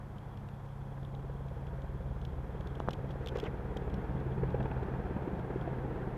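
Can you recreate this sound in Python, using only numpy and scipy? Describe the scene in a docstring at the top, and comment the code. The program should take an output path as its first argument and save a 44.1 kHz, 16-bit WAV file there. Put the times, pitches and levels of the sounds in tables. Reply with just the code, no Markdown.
"""Low helicopter over a town

From a rooftop, with a hand-held camera's microphone, a helicopter comes in low. Its main rotor, pulses
and wake-cutting pops, thumps and slaps about 18 times a second over a tail rotor's stack of partials,
two low tones and a growing rush of shaped noise. Far traffic and microphone hiss are one steady noise.
Half way through, the camera shifts in the hand: short knocks, noise scuffs, a scrape; its case creaks."""
import sys
import numpy as np
from scipy import signal
from scipy.fft import rfft, irfft, next_fast_len
from scipy.io import wavfile

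SR = 44100
rng = np.random.default_rng(int(sys.argv[2]) if len(sys.argv) > 2 else 0)


def store_pcm(level_fs):
    """Save levels as 16-bit WAV."""
    pcm = np.round(np.clip(level_fs, -1, 1) * 32767).astype(np.int16)
    wavfile.write(sys.argv[1], SR, np.atleast_2d(pcm).T)


N = 272097
TIME = np.arange(N) / SR  # seconds

# main rotor swelling as it comes in: time_s, thump_db (rms), pop_db (peak)
MAIN_ROTOR_LEVEL = [(0, -52, -58), (.75, -49.5, -54), (1.3, -45, -40.5), (2, -40.5, -43), (3.4, -43, -37),
                    (4, -41.5, -39), (4.7, -39.5, -35), (5.5, -45, -39.5), (6.17, -44, -37)]


def amp(db):
    """Decibels to gain."""
    return 10 ** (np.asarray(db) / 20)


def unit(x):
    """Scales to an rms of 1."""
    return x / np.sqrt(np.mean(x ** 2) + 1e-20)


def follow(rows):
    """Each column of a curve, drawn in straight lines sample by sample."""
    time_s, *columns = np.transpose(rows)
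    return [np.interp(TIME, time_s, column) for column in columns]


def gains(points, hz):
    """Gain of a spectrum at the given frequencies, in dB straight over log frequency."""
    point_hz, point_db = np.transpose(points)
    return amp(np.interp(np.log(hz + 1), np.log(point_hz), point_db))


def colour(x, points, size=4096):
    """Causal minimum-phase filter with the given spectral shape and unit energy."""
    log_gain = np.log(gains(points, abs(np.fft.fftfreq(size, 1 / SR))))
    response = np.exp(np.conj(signal.hilbert(log_gain)))
    taps = np.fft.ifft(response).real
    return signal.oaconvolve(x, taps / np.linalg.norm(taps))[:len(x)]


def drift(hz):
    """Random wander of rms 1, changing up to about hz times a second."""
    size = next_fast_len(N)
    f = np.fft.rfftfreq(size, 1 / SR)
    lowpass = np.exp(-(f / hz) ** 2) * (f > 0)
    return unit(irfft(rfft(rng.standard_normal(size)) * lowpass, size)[:N])


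def narrow_noise(hz, spread_hz):
    """Noise of about rms 1 gathered around a steady or gliding frequency."""
    angle = 2 * np.pi * np.cumsum(hz * np.ones(N)) / SR
    return drift(spread_hz) * np.cos(angle) + drift(spread_hz) * np.sin(angle)


def add(mix, start_s, sound):
    """Mixes a sound in from its start time."""
    part = mix[round(start_s * SR):][:len(sound)]
    part += sound[:len(part)]


def burst(spectrum, length_s, rise_s=0.0013, size=4096):
    """A quickly dying puff of coloured noise with a peak of 1."""
    t = np.arange(size) / SR
    envelope = (1 - np.exp(-t / rise_s)) * np.exp(-(t / length_s) ** 2)
    puff = colour(rng.standard_normal(size) * envelope, spectrum)
    return puff / abs(puff).max()


def wavelet(peak_db, hz, width_s):
    """A few swings of pressure, deepest in the middle of the 40 ms that they fill."""
    t = np.arange(-.02, .02, 1 / SR)
    return -amp(peak_db) * np.cos(2 * np.pi * hz * t) * np.exp(-(t / width_s) ** 2 / 2)


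def pops(rows):
    """Wavelets centred on their times, from rows of centre_s, peak_db, pitch_hz, half_width_s."""
    out = np.zeros(N)
    for centre_s, *shape in rows:
        sound = wavelet(*shape)
        add(out, max(centre_s - len(sound) / SR / 2, 0), sound)
    return out


def blade_rate():
    """Blades passing per second, slower as the Doppler shift wanes."""
    # main rotor's blade passages: time_s, rate_hz
    rate_curve = [(0, 18.48), (1.5, 18.47), (3, 18.16), (4.5, 17.85), (6.17, 17.46)]
    return follow(rate_curve)[0]


def blade_turns():
    """Count of blades gone by, the running sum of their rate."""
    return np.cumsum(blade_rate()) / SR


def approach():
    """Level of the air noise gained by coming nearer, in dB relative to the nearest point."""
    # coming in from a distance: time_s, level_db
    approach_curve = [(0, -13.5), (.6, -15), (2, -11), (3.6, -3.5), (4.6, -0.5), (5.7, 0), (6.17, -0.5)]
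    return follow(approach_curve)[0]


def main_rotor(turns, lag=0.1163, echo_db=-2.5, flutter_db=1.5):
    """Each blade sends a pressure pulse and a wall repeats it; turbulent air makes the harmonics flutter."""
    # one blade's pressure pulse: multiple of the blade rate, level_db
    thump_harmonics = [(1, -24), (2, -1.5), (3, -5.5), (4, -4), (5, -8.5), (6, -19.5), (7, -11.5), (9, -13),
                       (10, -19.5), (11, -24)]
    # wall's repeat of each pulse: time_s, echo_delay_s
    wall_echo = [(0, 0.02), (1.5, .017), (3.5, 0.017), (5, .016), (6.17, 0.02)]
    apart = follow(wall_echo)[0] * blade_rate()  # echo delay in blade passages
    direct = turns - lag + apart / 2
    echo = turns - lag - apart / 2
    pulses = 0
    for k, db in thump_harmonics:
        angle = 2 * np.pi * k
        pair = np.cos(angle * direct) + amp(echo_db) * np.cos(angle * echo)
        pulses += amp(db + flutter_db * drift(5.0)) * pair
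    thump_db, _ = follow(MAIN_ROTOR_LEVEL)
    return amp(thump_db) * unit(pulses)


def blade_pops(turns, lag=0.031, width_s=0.0022, uneven_db=0.5, detune=0.11, jitter_s=0.0007):
    """Every blade cuts the wake of the one before, with chance in its force, pitch and timing."""
    start_hz, deepening = 464, 3.5  # pitch falls as this power of the blade rate
    times = np.interp(np.arange(1, int(turns[-1])) + lag, turns, TIME)
    force, pitch, late = rng.standard_normal((len(times), 3)).T
    rate = blade_rate()
    pitch_hz = np.interp(times, TIME, start_hz * (rate / rate[0]) ** deepening)
    _, pop_db = follow(MAIN_ROTOR_LEVEL)
    peak_db = np.interp(times, TIME, pop_db) + uneven_db * np.minimum(force, 1)
    widths = np.full(len(times), width_s)
    return pops(zip(times + jitter_s * late, peak_db, pitch_hz * np.exp(detune * pitch), widths))


def tail_rotor(turns, waver=0.023, shimmer=0.028, flutter_db=4.0):
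    """A buzzing stack whose upper partials smear and fade in and out on their way through the air."""
    # buzz of the tail blades: multiple of their passing rate, level_db
    tail_partials = [(1, 3.5), (2, -19.5), (3, -32), (4, -17.5), (5, -26), (6, -26.5), (7, -29)]
    # fading in and out through the air: time_s, level_db
    tail_level = [(0, -50), (.5, -49), (.9, -43.5), (1.8, -44.5), (2.55, -47.5), (3.1, -41.5), (3.4, -47.5),
                  (3.8, -50.5), (4.2, -40), (4.65, -38.5), (5.35, -49.5), (5.65, -40.5), (6.17, -45.5)]
    phase = 7.35 * turns + waver * drift(3)  # tail blades per main blade
    smear = shimmer * drift(27)
    stack = 0
    for k, db in tail_partials:
        partial = np.cos(2 * np.pi * (k * phase + (k - 1) * smear + rng.random()))
        stack += amp(db + flutter_db * np.log(k) * drift(9.6)) * partial
    return amp(follow(tail_level)[0]) * unit(stack)


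def drone(turns, flutter_db=1.0):
    """Two low tones that settle in level and sink with the same Doppler shift."""
    # drone's partials: start_hz, level_db
    drone_lines = [(104, 0), (206.5, -5.5)]
    settled_db, early_db, settle_s = -54.5, 5.5, 0.94  # starts early_db above its settled level
    clock = turns / blade_rate()[0]  # seconds, stretched by the Doppler shift
    waver = .07 * drift(4)
    tones = 0
    for hz, db in drone_lines:
        tones += amp(db + flutter_db * drift(19.0)) * np.cos(2 * np.pi * (hz * clock + waver))
    level_db = settled_db + early_db * np.exp(-(TIME / settle_s) ** 2)
    return amp(level_db) * np.sqrt(2) * tones


def chop(turns, lag, rise, fall, uneven_db):
    """A swell at each blade passage, quick to rise and slower to fall (in turns), each of its own strength."""
    cycle = turns - lag + .25  # a quarter passage early, to hold the rise
    since = cycle % 1 - .25
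    blade_db = uneven_db * np.clip(rng.standard_normal(200), -2, 2)
    strength = amp(blade_db)[np.floor(cycle).astype(int)]
    return unit(strength * np.exp(-np.maximum(-since / rise, since / fall)))


def rotor_air(turns, throb_db=-1, swish_db=-6.0, bright_swish_db=-9, gust_db=2.14, gust_hz=3):
    """Rush of the wake and exhaust, growing with the approach; each blade adds a low throb and a swish."""
    # spectral shapes of the low, middle and bright air: frequency_hz, density_db
    rumble_spectrum = [(15, -11), (30, -22), (55, 6.5), (85, 2), (120, 4), (170, 3), (210, 3), (250, -9),
                       (330, -8.5), (600, -75.5)]
    rush_spectrum = [(150, -48.5), (250, -1.5), (320, 0), (480, 1.5), (600, -7), (740, -4), (900, -7),
                     (1100, -16.5), (1500, -21.5), (3000, -67.5)]
    bright_spectrum = [(600, -28.5), (1000, 1.5), (1250, 2.5), (1600, 3.5), (2000, -3.5), (2500, -8.5),
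                       (3300, -17.5), (4200, -24), (6000, -39.5), (9000, -64)]
    near_db = approach()
    throb = chop(turns, lag=-0.11, rise=0.047, fall=0.16, uneven_db=0.5)
    swish = chop(turns, lag=0.036, rise=0.063, fall=0.21, uneven_db=1.0)
    low, body, top, low_throb, body_swish, top_swish = rng.standard_normal((6, N))
    low += amp(throb_db) * throb * low_throb
    body += amp(swish_db) * swish * body_swish
    top += amp(bright_swish_db) * swish * top_swish
    # steady part's level at the nearest point, dB gained per dB of approach, then random wander
    rumble_db = -45 + 0.7 * near_db + gust_db * drift(gust_hz)
    rush_db = -44.5 + 0.96 * near_db + .5 * drift(23)
    bright_db = -56 + 0.63 * near_db + .5 * drift(6.3)
    rumble = amp(rumble_db) * colour(low, rumble_spectrum)
    rush = amp(rush_db) * colour(body, rush_spectrum)
    bright = amp(bright_db) * colour(top, bright_spectrum)
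    return rumble + rush + bright


def exhaust():
    """The exhaust's hollow roar, narrow low noise that comes out as the helicopter nears."""
    level_db = -47 + 1.3 * approach()
    return amp(level_db) * narrow_noise(185.3, spread_hz=40)


def town_and_hiss(level_db=-58):
    """Far traffic wash under the microphone's own faint, steady hiss, as one shaped noise."""
    # spectral shape of the far town and the microphone's faint hiss: frequency_hz, density_db
    background_spectrum = [(20, -17), (60, -27.5), (200, -1.5), (330, -25.5), (700, -1), (1000, -1.5),
                           (1500, -16), (2200, -26.5), (2750, -28.5), (3300, -23.5), (4300, -30.5),
                           (6000, -32.5), (8500, -36), (10500, -37), (11250, -30), (12000, -38.5),
                           (15000, -38)]
    return amp(level_db) * colour(rng.standard_normal(N), background_spectrum)


def case_ring(ring_db=-81, ring_hz=3300, ring_spread_hz=220):
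    """The case rings faintly in the grip, a narrow noise of wavering level."""
    return amp(ring_db + 3.6 * drift(28)) * narrow_noise(ring_hz, ring_spread_hz)


def creaks():
    """Tiny slips of the case as noise puffs: louder ones at set times, faint ones by chance."""
    # the louder creaks, close at the microphone: start_s, peak_db, length_s
    loud_creaks = [(0.372, -53.5, .004), (.487, -52, 0.0034), (1.049, -49.5, 0.0025), (1.148, -50, .0045),
                   (1.668, -53, 0.0033), (2.25, -44, 0.0042), (2.607, -48.5, 0.0041), (2.752, -49.5, .005),
                   (2.798, -47, 0.0052), (2.888, -45, .004), (2.907, -40, 0.0054), (2.931, -40, 0.0072),
                   (3.105, -50, 0.015), (3.261, -39, 0.0013), (3.272, -33, 0.0025), (3.284, -38, 0.0079),
                   (3.371, -43, 0.0014), (3.384, -45, .0074), (3.399, -38, 0.0039), (3.437, -45, 0.0065),
                   (3.769, -40.5, 0.0049), (3.941, -48, .0035), (4.627, -50, .0073)]
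    # spectral shape of the case: frequency_hz, density_db
    case_spectrum = [(500, -30), (2100, -15.5), (2700, -7), (3300, 0.5), (4300, -16), (5800, -17),
                     (7500, -24.5), (9500, -32), (13000, -29), (16000, -47)]
    rise_s = 0.00067
    ticks_per_s, tick_db, tick_spread_db, tick_length_s = 2.5, -55.5, 3.5, 0.0043
    out = np.zeros(N)
    for start_s, peak_db, length_s in loud_creaks:
        add(out, start_s, amp(peak_db) * burst(case_spectrum, length_s, rise_s))
    # one faint creak somewhere in each time slot
    for slot_s in np.arange(0, TIME[-1], 1 / ticks_per_s):
        start_s = slot_s + rng.random() / ticks_per_s
        peak_db = tick_db + tick_spread_db * rng.standard_normal()
        add(out, start_s, amp(peak_db) * burst(case_spectrum, tick_length_s, rise_s))
    return out


def hard_slaps(width_s=0.0018, hiss_length_s=.0075, lead_s=0.003095):
    """Blades that strike a tip vortex hard: each a loud hollow pop inside a puff of hiss."""
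    # slaps as they reach the microphone: centre_s, pop_peak_db, pitch_hz, hiss_peak_db
    slap_rows = [(1.1424, -45, 570, -49), (1.2985, -44, 485, -50), (1.8427, -46, 650, -55),
                 (2.0617, -37, 507, -49), (3.0999, -43, 446, -65), (3.7673, -33, 466, -42),
                 (4.4363, -26, 423, -35.5), (4.547, -23.5, 448, -35), (4.6058, -35, 252, -35),
                 (4.6581, -35, 394, -34.5), (4.715, -38, 486, -35), (5.1655, -26, 195, -44),
                 (5.2783, -26.5, 343, -41.5), (5.508, -31, 333, -45), (5.561, -26, 363, -56),
                 (5.6784, -33, 695, -45), (5.787, -30, 316, -46), (5.8495, -27, 194, -42)]
    # spectral shape of their hiss: frequency_hz, density_db
    hiss_spectrum = [(300, -4), (600, -12), (850, 12.5), (1200, -13), (1650, -3), (2000, -11.5),
                     (2500, -10), (3200, -26.5), (5000, -43), (9000, -82)]
    out = pops([(centre_s, db, hz, width_s) for centre_s, db, hz, _ in slap_rows])
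    for centre_s, *_, hiss_db in slap_rows:
        add(out, centre_s - lead_s, amp(hiss_db) * burst(hiss_spectrum, hiss_length_s))
    return out


def knocks_and_slap():
    """Knocks on the camera, and one duller blade slap at 3.4363 s, each a very short swing of pressure."""
    # knocks on the camera, the last row the blade slap: centre_s, peak_db, pitch_hz, half_width_s
    knock_rows = [(2.8029, -20, 626, 0.00031), (2.8765, -29, 800, 0.00032), (2.8868, -14, 705, 0.00027),
                  (3.3601, -28, 432, 0.0032), (3.4363, -31.5, 430, 0.0033)]
    return pops(knock_rows)


def scuffs(rough_db=2, rough_hz=150, squeak_spread_hz=550):
    """The hand slides in short strokes of rough noise; a fingertip's falling scrape ends the last."""
    # strokes of the hand on the case: peak_s, level_db, rise_s, fall_s
    stroke_rows = [(3.22, -47, 0.0074, 0.032), (3.356, -35.5, 0.0038, 0.011), (3.465, -40, 0.071, .011)]
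    # spectral shape of skin on the case: frequency_hz, density_db
    scuff_spectrum = [(150, -22), (400, 13), (650, 4), (1000, -4), (1600, -6.5), (2600, -15), (3500, -24),
                      (7000, -35), (14000, -67)]
    strokes = 0
    for peak_s, db, rise_s, fall_s in stroke_rows:
        strokes += amp(db) * np.exp(-np.maximum((peak_s - TIME) / rise_s, (TIME - peak_s) / fall_s))
    roughness = amp(rough_db * drift(rough_hz))
    slide = strokes * roughness * colour(rng.standard_normal(N), scuff_spectrum)
    middle_s, half_length_s, level_db = 3.468, 0.015, -49.5
    middle_hz, fall_hz_per_s = 2445, 45000
    since = TIME - middle_s
    scrape = narrow_noise(middle_hz - fall_hz_per_s * since, squeak_spread_hz)
    return slide + amp(level_db) * np.exp(-(since / half_length_s) ** 2) * scrape


def scene():
    """Helicopter, town and handling at one microphone."""
    turns = blade_turns()
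    rotor = main_rotor(turns) + blade_pops(turns) + hard_slaps()
    tones = tail_rotor(turns) + drone(turns)
    air = rotor_air(turns) + exhaust()
    close = case_ring() + creaks() + knocks_and_slap() + scuffs()
    return (rotor + tones + air + town_and_hiss() + close)[None]


def record(dry):
    """The recorder's band limit, a steep low-pass."""
    edge_hz = 15300
    taps = signal.firwin(1601, edge_hz, window=("kaiser", 9), fs=SR)
    return signal.oaconvolve(dry, taps[None], "same")


dry = scene()
out = record(dry)
store_pcm(out)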